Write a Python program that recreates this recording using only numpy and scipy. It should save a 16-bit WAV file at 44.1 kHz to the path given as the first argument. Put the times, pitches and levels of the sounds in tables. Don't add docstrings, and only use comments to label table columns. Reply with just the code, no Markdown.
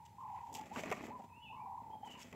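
import sys
import numpy as np
from scipy import signal
from scipy.fft import rfft, irfft
from scipy.io import wavfile

SR = 44100
rng = np.random.default_rng(int(sys.argv[2]) if len(sys.argv) > 2 else 0)


def inscribe(sig):
    pcm = np.round(np.clip(np.atleast_2d(sig).T, -1, 1) * 32767)
    wavfile.write(sys.argv[1], SR, pcm.astype(np.int16))


N = 103635

# (frequency [Hz], gain [dB])
RUMBLE_EQ = [(20, -29), (40, -23.5), (65, -5), (98, 4), (130, -2), (190, -3), (300, -20), (600, -29.5),
             (3000, -32.5), (6000, -35), (7600, -32.5), (9000, -37.5), (15500, -35.5)]
# (frequency [Hz], gain [dB])
HISS_EQ = [(300, -2), (1200, -18.5), (7000, -1)]

# (time [s], pitch [Hz], relative level [dB])
WHISTLES = [
    [(1.285, 2570, -79), (1.33, 2540, -67), (1.387, 2787, -62)],
    [(1.395, 2840, -75), (1.432, 2960, -58.5), (1.47, 2598, -56), (1.495, 2597, -55.5),
     (1.535, 2960, -65.5)],
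    [(1.42, 3250, -71), (1.5, 3640, -78.5)],
    [(1.56, 2194, -73), (1.595, 2275, -69.5), (1.624, 2420, -62)],
    [(1.9, 3040, -80), (1.94, 3270, -68), (1.975, 3160, -76)],
    [(2.02, 2980, -73), (2.055, 3230, -60)],
]
WARBLE = [(2.064, 3060, -60), (2.11, 2880, -56.5), (2.18, 2790, -63)]
# (time [s], pitch [Hz], relative level [dB])
FAR_ROLLS = [
    [(0, 896, -53), (.08, 902, -65.5), (.16, 853, -61.5)],
    [(1.19, 949.6, -55.5), (1.26, 950, -60.5), (1.5, 882, -59.5)],
    [(1.97, 873, -58.5), (2.1, 894, -83), (2.16, 951, -55), (2.25, 912, -81)],
]

# (time [s], pitch [Hz], level [dB])
COOS = [
    [(.706, 760, -62), (.718, 828, -45.5), (.735, 937, -53.5), (.752, 1005, -55), (.775, 870, -48.5),
     (.79, 790, -76)],
    [(1.1, 810, -60), (1.108, 839, -47.5), (1.126, 1017, -51.5), (1.16, 1003, -49.5), (1.185, 950, -60.5),
     (1.203, 752, -51.5), (1.215, 794, -50)],
    [(2.024, 744, -79), (2.034, 806, -42), (2.052, 902, -57), (2.068, 998, -52), (2.08, 808, -47),
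     (2.092, 796, -90)],
]
# (start [s], first pitch crest [s], end [s], level [dB], wall echo gain [dB])
ROLL_CUES = [(.181, .19, .632, -50, -11), (1.499, 1.531, 1.97, -51, -7.5)]
# (time from first crest [s], pitch [Hz], gain [dB], pulse depth [0-1])
ROLL_CONTOUR = [(-.02, 860, 0, .1), (.012, 990, -2.5, .1), (.07, 920, 0, .1), (.15, 875, 2, .15),
                (.24, 865, 1.5, .85), (.33, 855, 1, .9), (.43, 825, 3, .85), (.455, 800, -10, .6)]

# (frequency [Hz], gain [dB])
THUD_EQ = [(40, -52.5), (110, -6.5), (200, 5.5), (400, -4.5), (620, -8.5), (900, -5.5), (1500, -24),
           (4000, -58)]
CLACK_EQ = [(250, 3), (700, -1.5), (1180, -2.5), (1520, -3.5), (1900, 4), (2550, -0.5), (3200, -13.5),
            (4200, -13.5), (9000, -55)]
TICK_EQ = [(800, -7), (3000, 8), (4200, -5), (4800, 0), (5600, 0), (7500, 4.5), (8900, -13.5),
           (12000, -8.5), (15500, -13)]
# (frequency [Hz], relative level [dB], t60 [s])
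BALL_MODES = [(243, -7, .08), (442, -3, .05), (572, -3, .07), (668, 0, .06), (830, -7, .05),
              (1092, -5, .06), (1190, -4, .07), (1365, -7, .07), (1985, -7, .07), (2330, -7, .07),
              (2538, -6, .07)]
# (time [s], low jostle [dB], shell scrape [dB], fine rub [dB])
DIG_FADERS = [(0, -77, -82, -86), (.26, -74, -79, -88.5), (.38, -84, -68, -79.5), (.5, -62.5, -80, -80),
              (.59, -56, -64.5, -82), (.745, -59.5, -66, -69.5), (.78, -45, -49, -60.5),
              (.815, -52.5, -61.5, -67), (.86, -48, -52.5, -66.5), (.95, -54.5, -59.5, -71),
              (1.06, -55.5, -61, -69.5), (1.13, -57, -68.5, -86.5), (1.23, -59.5, -75.5, -80.5),
              (1.32, -72.5, -81, -101), (2.02, -65, -80, -95), (2.08, -60, -68.5, -79.5),
              (2.22, -67, -62.5, -68), (2.3, -65.5, -71, -75.5), (2.35, -53, -65, -74)]
# (time [s], length [s], level [dB], low cut [Hz])
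SCUFFS = [(.052, .016, -66, 1800), (.527, .007, -59, 5500), (.539, .0055, -52, 5000),
          (.548, .01, -48, 3200), (.56, .016, -56, 2700), (.582, .016, -62, 2000), (2.052, .03, -69, 5000)]
# (time [s], pitch [Hz], level [dB])
SQUEAKS = [
    [(2.225, 5650, -77), (2.232, 5430, -52.5), (2.237, 5370, -81)],
]
# (time [s], pock pitch [Hz], pock gain [dB], clack peak [dB], tick peak [dB])
KNOCKS = [(.612, 298, -48.5, -55, -48.5), (0.7597, 1180, -44, -37.5, -68), (0.7726, 231, -35, -41.5, -57),
          (.788, 733, -45, -41.5, -71), (.835, 620, -34, -38, -41.5), (0.8576, 288, -37.5, -43, -45.5),
          (0.9022, 195, -38, -41, -40), (0.9144, 430, -28.5, -34.5, -36.5), (.9162, 725, -31.5, -41, -45),
          (0.9225, 1186, -31, -33.5, -43.5), (0.9253, 620, -33, -30.5, -40), (.968, 327, -50, -43.5, -56),
          (1.008, 283, -37, -42, -67), (1.039, 300, -40.5, -50, -58), (1.0674, 300, -49, -44.5, -50),
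          (2.3275, 440, -62, -47.5, -46)]


def amp(db):
    return 10 ** (np.asarray(db) / 20)


def unit(x):
    return x / np.sqrt(np.mean(x ** 2) + 1e-20)


def along(points, t):
    times, *columns = np.transpose(points)
    return [np.interp(t, times, column) for column in columns]


def add(mix, start, sound):
    part = mix[max(round(start * SR), 0):][:len(sound)]
    part += sound[:len(part)]


def eq(x, curve):
    hz, db = np.transpose(curve)
    bins_hz = abs(np.fft.fftfreq(4096, 1 / SR))
    log_gain = np.log(amp(np.interp(np.log(bins_hz + 1), np.log(hz), db)))
    taps = np.fft.ifft(np.exp(signal.hilbert(log_gain).conj())).real[:2048]
    return signal.fftconvolve(x, taps)[:len(x)]


def low_cut(x, hz):
    return signal.sosfilt(signal.butter(2, hz, "high", fs=SR, output="sos"), x)


def drift(size, rate_hz):
    hz = np.fft.rfftfreq(N, 1 / SR)
    spectrum = rfft(rng.standard_normal(N)) / (1 + (hz / rate_hz) ** 4)
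    return unit(irfft(spectrum, N))[:size]


def reverb(x, t60, wet_db):
    t = np.arange(SR // 2) / SR
    tail = rng.standard_normal(len(t)) * amp(-60 * t / t60) * np.minimum(t / .025, 1)
    return x + amp(wet_db) * signal.fftconvolve(x, tail / np.linalg.norm(tail))[:N]


def rumble_and_hiss():
    rumble = amp(-65) * unit(eq(rng.standard_normal(N), RUMBLE_EQ))
    hiss = amp(-80.5) * unit(eq(rng.standard_normal(N), HISS_EQ))
    return np.array([rumble + hiss, rumble - hiss])


def tone(hz, level, jitter=.013, fade_s=.004):
    t = np.arange(len(hz)) / SR
    turns = np.cumsum(hz * (1 + jitter * drift(len(t), rate_hz=100))) / SR
    fade = np.clip(np.minimum(t, t[-1] - t) / fade_s, 0, 1)
    return np.sqrt(2) * level * fade * np.sin(2 * np.pi * turns)


def throb(turns, depth):
    return 1 - np.clip(depth, 0, 1) * np.sin(np.pi * turns) ** 4


def notes(curves, trill_hz=0, swing_hz=0, pulse_depth=0):
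    out = np.zeros(N)
    for curve in curves:
        t = np.arange(curve[0][0], curve[-1][0], 1 / SR)
        hz, db = along(curve, t)
        turns = trill_hz * (t - t[0])
        pitch = hz + swing_hz * np.cos(2 * np.pi * turns)
        add(out, t[0], tone(pitch, amp(db) * throb(turns, pulse_depth)))
    return out


def songbird():
    song = notes(WHISTLES) + notes([WARBLE], trill_hz=37, swing_hz=80, pulse_depth=.3)
    return amp(-3) * reverb(song, t60=.27, wet_db=-3)


def far_dove():
    rolls = notes(FAR_ROLLS, trill_hz=37.6, swing_hz=57.4, pulse_depth=.34)
    return amp(-1.5) * reverb(rolls, t60=.3, wet_db=-3)


def rolling_coo(t, level_db):
    trill_hz, extra_turns, settle_s = 32.5, .9, .07
    swing_hz, widest_s, spread_s = 117.3, .16, .2
    hz, contour_db, pulse_depth = along(ROLL_CONTOUR, t)
    turns = trill_hz * t + extra_turns * (1 - np.exp(-t / settle_s))
    phase = 2 * np.pi * turns
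    cycle = np.cos(phase + .3 * (np.cos(phase) - 1))
    trill = cycle + .4 * (cycle ** 2 - .5)
    swell = np.exp(-((t - widest_s) / spread_s) ** 2 / 2)
    onset = np.clip(.63 + t / .062, 0, 1)
    pitch = hz + swing_hz * swell * onset * trill
    flutter_db = 2.3 * drift(len(t), rate_hz=120)
    level = amp(level_db + contour_db + flutter_db) * throb(turns, pulse_depth)
    return tone(pitch, level, jitter=.017)


def near_dove(slapback_s=.0115):
    voice = notes(COOS)
    for start, crest, end, level_db, echo_db in ROLL_CUES:
        call = rolling_coo(np.arange(start, end, 1 / SR) - crest, level_db)
        add(voice, start, call)
        add(voice, start + slapback_s, amp(echo_db) * call)
    return reverb(voice, t60=.35, wet_db=-11)


def friction(curve, slips_per_s, spread_db, clump_db):
    size_db = spread_db * np.minimum(rng.exponential(1, N), 4) + clump_db * drift(N, rate_hz=25)
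    slips = rng.choice([-1, 1], N) * (rng.random(N) < slips_per_s / SR)
    return unit(eq(amp(size_db) * slips, curve))


def claw_scuffs():
    out = np.zeros(N)
    grit = friction(TICK_EQ, slips_per_s=4000, spread_db=3, clump_db=.5)
    for start, length, db, low_hz in SCUFFS:
        stroke = grit[round(start * SR):round((start + length) * SR)]
        add(out, start, amp(db) * unit(low_cut(stroke, low_hz)))
    return out


def shell_ring(contacts, ring_db=-4):
    t = np.arange(SR // 4) / SR
    shell = sum(amp(db - 60 * t / t60) * np.cos(2 * np.pi * hz * t) for hz, db, t60 in BALL_MODES)
    ringing = np.std(contacts) * unit(signal.fftconvolve(contacts, shell)[:N])
    return low_cut(contacts + amp(ring_db) * ringing, hz=82)


def impact(curve, decay_s):
    t = np.arange(SR // 10) / SR
    force = rng.standard_normal(len(t)) * np.exp(-t / decay_s)
    hit = eq(force, curve)
    return hit / abs(hit).max()


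def pock(hz, attack_s=.0007, decay_s=.006):
    t = np.arange(SR // 10) / SR
    return (1 - np.exp(-t / attack_s)) * np.exp(-t / decay_s) * np.cos(2 * np.pi * hz * t)


def clack(t60=.02):
    t = np.arange(SR // 10) / SR
    tuning = 1 + rng.uniform(-.125, .1)
    shell = sum(amp(db - 60 * t / t60) * np.cos(2 * np.pi * hz * tuning * t)
                for hz, db, _ in BALL_MODES if hz > 1000)
    hit = signal.fftconvolve(impact(CLACK_EQ, decay_s=.0046), shell)[:len(t)]
    return hit / abs(hit).max()


def ball_tub():
    jostle_db, scrape_db, rub_db = along(DIG_FADERS, np.arange(N) / SR)
    jostle = amp(jostle_db - 2) * friction(THUD_EQ, slips_per_s=700, spread_db=2, clump_db=3.5)
    scrape = amp(scrape_db - .5) * friction(CLACK_EQ, slips_per_s=900, spread_db=3, clump_db=2)
    rub = amp(rub_db + 5.5) * friction(TICK_EQ, slips_per_s=2500, spread_db=3.4, clump_db=3.5)
    body = shell_ring(jostle + scrape)
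    bright = rub + claw_scuffs()
    for start, hz, pock_db, clack_db, tick_db in KNOCKS:
        add(body, start, amp(pock_db) * pock(hz) + amp(clack_db) * clack())
        add(bright, start, amp(tick_db) * impact(TICK_EQ, decay_s=.003))
    smear = reverb(bright, t60=.09, wet_db=-15) - bright
    side = amp(-31) * np.diff(smear, prepend=0)
    mid = reverb(body, t60=.22, wet_db=-15.5) + reverb(bright, t60=.15, wet_db=-10) + notes(SQUEAKS)
    return np.array([mid + side, mid - side])


def scene():
    return ball_tub() + near_dove() + far_dove() + songbird() + rumble_and_hiss()


def record(dry, cutoff_hz=15780):
    taps = signal.firwin(511, cutoff_hz, window=("kaiser", 9), fs=SR)
    return signal.oaconvolve(dry, taps[None], "same")


dry = scene()
out = record(dry)
inscribe(out)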